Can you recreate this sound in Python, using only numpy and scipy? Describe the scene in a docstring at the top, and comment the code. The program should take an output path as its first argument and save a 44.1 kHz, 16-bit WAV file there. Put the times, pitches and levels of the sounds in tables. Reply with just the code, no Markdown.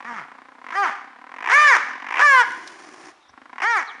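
"""Hyenas squabbling in a waterhole

One of two hyenas rattles out a growl, slow slaps of the vocal folds that speed up and break into an
arched yell, five times. Each yell is a harmonic source filtered by the throat, hoarse at both ends.
After the loudest it hisses with open jaws while the water splashes. The banks echo, and small birds
whistle far off in the open air."""
import sys
import numpy as np
from scipy import signal
from scipy.fft import rfft, irfft, next_fast_len
from scipy.io import wavfile
from scipy.ndimage import map_coordinates

SR = 44100
rng = np.random.default_rng(int(sys.argv[2]) if len(sys.argv) > 2 else 0)


def generate_wav(signal):
    """Clip the signal to [-1, 1] and save it as 16-bit WAV at the path in sys.argv[1]."""
    frames = np.transpose(np.atleast_2d(signal))
    scaled = np.clip(frames, -1, 1) * 32767
    pcm = np.round(scaled).astype(np.int16)
    wavfile.write(sys.argv[1], SR, pcm)


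N = 176400
T = np.arange(N) / SR
TOP_HZ = 11200  # band limit
BREAK_S, GRAIN_DB = 0.032, 2.5  # time the voice takes to break; level scatter of rushing breath


def amp(db):
    """Amplitude ratio of a level in decibels."""
    return 10 ** (np.asarray(db) / 20)


def along(points, hz):
    """Interpolation of (frequency [Hz], value) points on a logarithmic frequency axis."""
    f, v = np.transpose(points)
    return np.interp(np.log(hz + 1), np.log(f + 1), v)


def wobble(rate, t=T):
    """Smooth random modulation: a spline through `rate` Gaussian knots a second."""
    return map_coordinates(rng.standard_normal(int(N * rate / SR) + 4), [t * rate])


def coloured(x, *spectra):
    """Minimum-phase filtering at unit energy; the spectra are in cascade, so their decibels add."""
    m = 2 * next_fast_len(N)
    hz = np.fft.rfftfreq(m, 1 / SR)
    cepstrum = irfft(np.log(amp(sum(along(s, hz) for s in spectra))))
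    response = np.exp(rfft(np.r_[cepstrum[0], 2 * cepstrum[1:m // 2]], m))
    return irfft(rfft(x, m) * response / np.sqrt(np.mean(abs(response) ** 2)))[:N]


def noise(*spectra):
    """Filtered white noise with an rms near 1."""
    return coloured(rng.standard_normal(N), *spectra)


def open_air():
    """Ambient noise: a faint continuous spectrum whose level drifts slowly."""
    # spectrum of the open air (frequency [Hz], relative level [dB])
    spectrum = [(15, -52), (25, -28), (603, -10.5), (862, -4.5), (1260, -6), (1470, -8), (1900, -11.5),
                (3770, -19.5), (11000, -36), (14300, -71), (22000, -120)]
    return amp(-57 + wobble(4.28)) * noise(spectrum)


def growls():
    """Pulse excitation: each rattle is four fold slaps and a puff, brighter and airier with effort."""
    # one curve a growl (time [s], rattle rate [1/s], relative level [dB])
    curves = [
        [(.005,47,-32),(.052,48,-30)],
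        [(.251,30.3,-38),(.42,29.3,-38),(.605,31.2,-41),(.655,43.7,-31),(.735,62.3,-25)],
        [(.982,32,-37),(1.132,34.7,-41),(1.293,39.8,-35),(1.406,48.7,-28),(1.47,68,-19),(1.515,80,-19)],
        [(1.791,42.4,-31),(1.909,42.4,-32),(2.065,46.5,-27),(2.14,60.3,-19),(2.195,93.6,-17),(2.225,94,-19)],
        [(3.253,24,-52),(3.376,24.4,-39),(3.495,25.9,-37),(3.557,37.7,-33),(3.622,59.1,-21)],
        [(3.948,30,-37),(3.997,30,-42)],
    ]
    # throat response in a soft growl (frequency [Hz], relative gain [dB])
    soft_throat = [(60,-47.5),(170,-19.5),(260,-5),(450,-13),(620,-13),(780,-1),(880,-8),(1000,3),(1220,-7),(1500,-3),(2200,-11),(2700,-25),(5000,-33),(11000,-54)]
    # throat response in a hard growl (frequency [Hz], relative gain [dB])
    hard_throat = [(60,-41),(170,-52),(290,-15),(550,-17),(800,-3),(1050,3.5),(1350,-8),(1750,1.5),(2300,-2),(3000,-13.5),(4200,-31),(5600,-26),(8000,-40),(11000,-48)]
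    fold_hz, fold_scatter, fold_loss_db = 255, .1, 9
    puff_db, puff_effort_db, puff_decay_s = -2, 6, .007
    soft_db, hard_db, gain_db = -40.5, -20, -2  # curve levels of no and of full effort; overall gain
    soft, hard = np.zeros((2, N + SR))
    t, slaps = T[:SR // 25], np.arange(4)
    slap_db = -fold_loss_db * slaps * (slaps - 1) / 2  # the last two slaps are weaker
    for curve in curves:
        times, rate, level_db = np.transpose(curve)
        span = T[(T >= times[0]) & (T <= times[-1])]
        cycles = np.cumsum(np.interp(span, times, rate)) / SR
        for start in np.interp(np.arange(cycles[-1]), cycles, span):
            db = np.interp(start, times, level_db) + rng.normal(0, 1)
            effort = np.clip((db - soft_db) / (hard_db - soft_db), 0, 1)
            puff = rng.standard_normal(len(t)) * np.exp(-t / puff_decay_s)
            rattle = amp(puff_db + puff_effort_db * effort) * puff / np.linalg.norm(puff)
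            delays = slaps / fold_hz * (1 + fold_scatter * rng.uniform(-1, 1, len(slaps)))
            rattle[(delays * SR).astype(int)] -= amp(slap_db + rng.normal(0, 1.15, len(slaps)))
            rattle *= amp(db + gain_db) * np.sqrt(2 * SR / fold_hz) / np.linalg.norm(rattle)
            soft[int(start * SR):][:len(t)] += (1 - effort) * rattle
            hard[int(start * SR):][:len(t)] += effort * rattle
    return coloured(soft[:N], soft_throat) + coloured(hard[:N], hard_throat)


def yell(timing, arch, voice):
    """Source and filter: harmonics arch through the throat; jitter, shimmer and rasp make them hoarse."""
    # response of throat and mouth (frequency [Hz], relative gain [dB])
    tract = [(200,-14.5),(370,-20),(500,-20.5),(620,-19.5),(780,-6.5),(1040,-0.5),(1140,-8),(1220,3.5),(1430,-4),(1740,0),(2030,-9),(2200,-5.5),(2550,-22),(3150,-22.5),(3900,-32),(5700,-27.5),(7200,-35.5),(8000,-45.5),(8700,-39),(11000,-55)]
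    # tilt of the rasp against the voice (frequency [Hz], relative gain [dB])
    rasp_tilt = [(100,-20),(500,-10),(1500,-1),(4000,6),(10000,6)]
    # air leaking past the folds (frequency [Hz], relative level [dB])
    breath_spectrum = [(300,-50),(1500,-12),(2600,0),(3800,-2),(5400,0),(7200,-5),(8000,-18),(11000,-24)]
    start_s, full_s, clears_s, release_s, level_db, release_db_per_s = timing
    top_s, top_hz, rise_s, fall_s, sharpness, sag = arch
    clear_rough, mouth_hz, bright_db = voice
    attack_db_per_s, fade_s, mouth_db, mouth_octaves = 220, .008, 3, 0.34
    hoarse = 0.729  # roughness at both ends
    jitter, shimmer_db, rasp_gain, flutter_depth = 0.0583, 3.5, 0.47, 0.22  # each scaled by roughness

    before, after = np.maximum(top_s - T, 0), np.maximum(T - top_s, 0)
    drop_octaves = (before / rise_s) ** 2.4 + (after / fall_s) ** sharpness + sag * after
    released_db = release_db_per_s * np.maximum(T - release_s, 0)
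    on = (T > start_s) & (drop_octaves < 1.15) & (released_db < 19)  # too low or too faint: no voice
    t, pitch = T[on], top_hz * 2 ** -drop_octaves[on]
    envelope = amp(level_db - attack_db_per_s * np.maximum(full_s - t, 0) - released_db[on])
    envelope *= np.minimum((t[-1] - t) / fade_s, 1)
    broken = np.clip(np.maximum(clears_s - t, t - release_s) / BREAK_S, 0, 1)
    rough = clear_rough + (hoarse - clear_rough) * broken

    hz = np.geomspace(100, TOP_HZ, 400)
    octaves = np.log2(hz / mouth_hz)
    formant_db = mouth_db * np.exp(-(octaves / mouth_octaves) ** 2)
    throat = np.c_[hz, along(tract, hz) + bright_db * octaves + formant_db]
    throat_phase = np.unwrap(np.angle(rfft(coloured(T == 0, throat))))

    phase = 2 * np.pi * np.cumsum(pitch * (1 + jitter * rough * wobble(500, t))) / SR
    k = np.arange(1, int(TOP_HZ / pitch.min()))[:, None]  # harmonic numbers
    waver_db = np.array([1.5 * np.log2(n) * wobble(35, t) for n in k[:, 0]])
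    gains = amp(along(throat, k * pitch) + waver_db) * (k * pitch < TOP_HZ)
    lags = np.interp(k * pitch, np.fft.rfftfreq(N, 1 / SR), throat_phase)
    tone = (gains * np.cos(k * phase + lags)).sum(0) / np.sqrt((gains ** 2).sum(0) / 2)
    flutter = 1 + flutter_depth * rough * np.cos(phase / 3)  # at a third of the pitch
    tone = tone * flutter * amp(shimmer_db * rough * wobble(400, t))
    rasp = noise(throat, rasp_tilt)[on] * (1 + np.cos(phase - 1))  # pulses once a period
    breath = amp(-30 + 2 * bright_db) * noise(breath_spectrum)[on]
    out = np.zeros(N)
    out[on] = envelope * (tone + rasp_gain * rough * rasp + breath) / np.sqrt(1 + rough ** 2)
    low_cut = signal.butter(4, .55 * top_hz, "high", fs=SR, output="sos")
    return signal.sosfilt(low_cut, out)


def yells():
    """Phonation: five calls of the vibrating folds, each with its own pitch arch and mouth resonance."""
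    # one yell a row, in three groups:
    # timing (start [s], full level [s], voice clears [s], release [s], level [dB], decay [dB/s])
    # arch (top [s], top pitch [Hz], octave rise [s], octave fall [s], fall exponent, added sag [oct/s])
    # voice (roughness while clear [0-1], mouth resonance [Hz], spectral tilt [dB/oct])
    calls = [((.048,.07,0.092,.125,-31.5,75), (.105,238,.18,.13,2,0), (.5,240,-2.4)),
             ((.722,.785,.775,.83,-18.5,130), (.803,405,.12,.099,2.2,0), (.09,900,-1.9)),
             ((1.498,1.53,1.55,1.73,-11.5,170), (1.6,600,.13,.172,3.6,0), (.22,2450,0)),
             ((2.193,2.215,2.243,2.412,-11.5,480), (2.25,595,.083,.222,11,1.8), (0.079,1580,-.3)),
             ((3.619,3.645,3.65,3.775,-18.5,170), (3.701,472,.101,.128,2.1,0), (.05,2000,-.9))]
    return sum(yell(*call) for call in calls)


def huffs():
    """Turbulent flow: the voice breaks off and grainy air keeps rushing through the throat."""
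    # hoarse air that ends a yell (time [s], level [dB], decay time [s])
    breaths = [(.18,-36,.04),(.86,-27,.07),(1.76,-23.5,.075),(3.795,-32,.03)]
    # spectrum of that air (frequency [Hz], relative level [dB])
    spectrum = [(100,-45),(300,-22),(600,-19),(1050,-4),(1600,0),(2100,-7),(3000,-19),(4000,-29),(5600,-28),(7200,-35),(11000,-52)]
    flow = np.zeros(N)
    for peak_s, db, decay_s in breaths:
        rise = np.clip((T - peak_s) / BREAK_S + 1, 0, 1)
        flow += amp(db) * rise * np.exp(-np.maximum(T - peak_s, 0) / decay_s)
    return flow * amp(GRAIN_DB * wobble(220)) * noise(spectrum)


def hiss():
    """Noise excitation: a grainy, voiceless rasp through open jaws."""
    # envelope of the hiss (time [s], relative level [dB])
    envelope = [(2.45,-52),(2.92,-55),(3.095,-53),(3.125,-67)]
    # breath through open jaws (frequency [Hz], relative level [dB])
    spectrum = [(59,-54),(100,-24),(200,-18),(330,-1),(520,-18),(740,-6),(900,-11),(1060,-4),(1300,-13),(1750,-9),
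                (3800,-26),(5400,-19),(7200,-25),(8000,-35),(9200,-26),(11000,-42),(14300,-62)]
    times, db = np.transpose(envelope)
    level_db = np.interp(T, times, db, left=-120, right=-120) + 8.5
    return noise(spectrum) * amp(level_db + GRAIN_DB * wobble(220))


def water():
    """Noise transients as the animals shift: splashes decay exponentially, deep gulps swell and fade."""
    # splashes (time [s], relative level [dB])
    splashes = [(2.5194, -35), (2.675, -26), (2.7174, -38), (3.0213, -49)]
    # spectrum of the spray (frequency [Hz], relative level [dB])
    spray_spectrum = [(100,-30),(400,-8),(2000,1),(5000,3),(10500,-12)]
    # deep gulps of water (time [s], level [dB])
    sloshes = [(2.63,-77),(3.32,-68),(3.72,-61)]
    # spectrum of a gulp (frequency [Hz], relative level [dB])
    gulp_spectrum = [(30,-24),(85,-2),(130,-7),(300,-51),(1000,-87)]
    decay_s, half_width_s = .008, .035
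    spray = sum(amp(db - 10) * (T >= s) * np.exp(-abs(T - s) / decay_s) for s, db in splashes)
    gulps = sum(amp(db) * np.exp(-((T - s) / half_width_s) ** 2) for s, db in sloshes)
    return spray * noise(spray_spectrum) + gulps * noise(gulp_spectrum)


def birds():
    """Frequency modulation: thin whistles glide with a fast random warble."""
    # distant calls (start [s], duration [s], first pitch [Hz], last pitch [Hz], peak level [dB])
    whistles = [(3.2,0.11,3800,3600,-60.5),(3.277,0.05,3750,3670,-69),(3.283,0.026,5400,5920,-57),(3.87,.05,4400,2920,-42)]
    warble = .06
    out = np.zeros(N)
    for start_s, length_s, from_hz, to_hz, db in whistles:
        progress = np.clip((T - start_s) / length_s, 0, 1)
        hz = (from_hz + (to_hz - from_hz) * progress) * (1 + warble * wobble(500))
        envelope = amp(db) * np.sqrt(abs(np.sin(np.pi * progress)))
        out += envelope * np.sin(2 * np.pi * np.cumsum(hz) / SR)
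    return out


def banks(x):
    """Reflection and scattering: a smeared echo off the far bank, a diffuse tail from scrub and rocks."""
    # reverberation of scrub and rocks (frequency [Hz], time to fall 60 dB [s])
    t60 = [(200,0.64),(1500,0.77),(4000,1),(10000,0.4)]
    echo_s, spread_s, echo_db = 0.12, 0.028, -21
    tail_rise_s, tail_db = 0.0053, -14.5
    hz, frame_s, bands = signal.stft(rng.standard_normal(SR), SR, nperseg=256)
    decay = amp(-60 * frame_s / along(t60, hz)[:, None])
    t = T[:SR]
    tail = signal.istft(bands * decay, SR, nperseg=256)[1][:SR] * (1 - np.exp(-t / tail_rise_s))
    echo = rng.standard_normal(SR) * (t > echo_s) * np.exp(-abs(t - echo_s) / spread_s)
    response = amp(tail_db) * tail / np.linalg.norm(tail) + amp(echo_db) * echo / np.linalg.norm(echo)
    return signal.fftconvolve(x, response)[:N]


def scene():
    """Superposition of the direct sound, its reflections and the open air, in one channel."""
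    direct = yells() + huffs() + growls() + hiss() + water() + birds()
    return (direct + banks(direct) + open_air())[None]


def record(dry):
    """Hard clipping near full scale, then an ideal low-pass filter at the band limit."""
    m = next_fast_len(N + SR // 2)
    passband = np.fft.rfftfreq(m, 1 / SR) < TOP_HZ
    return irfft(rfft(np.clip(dry, -.9, .9), m) * passband, m)[:, :N]


dry = scene()
out = record(dry)
generate_wav(out)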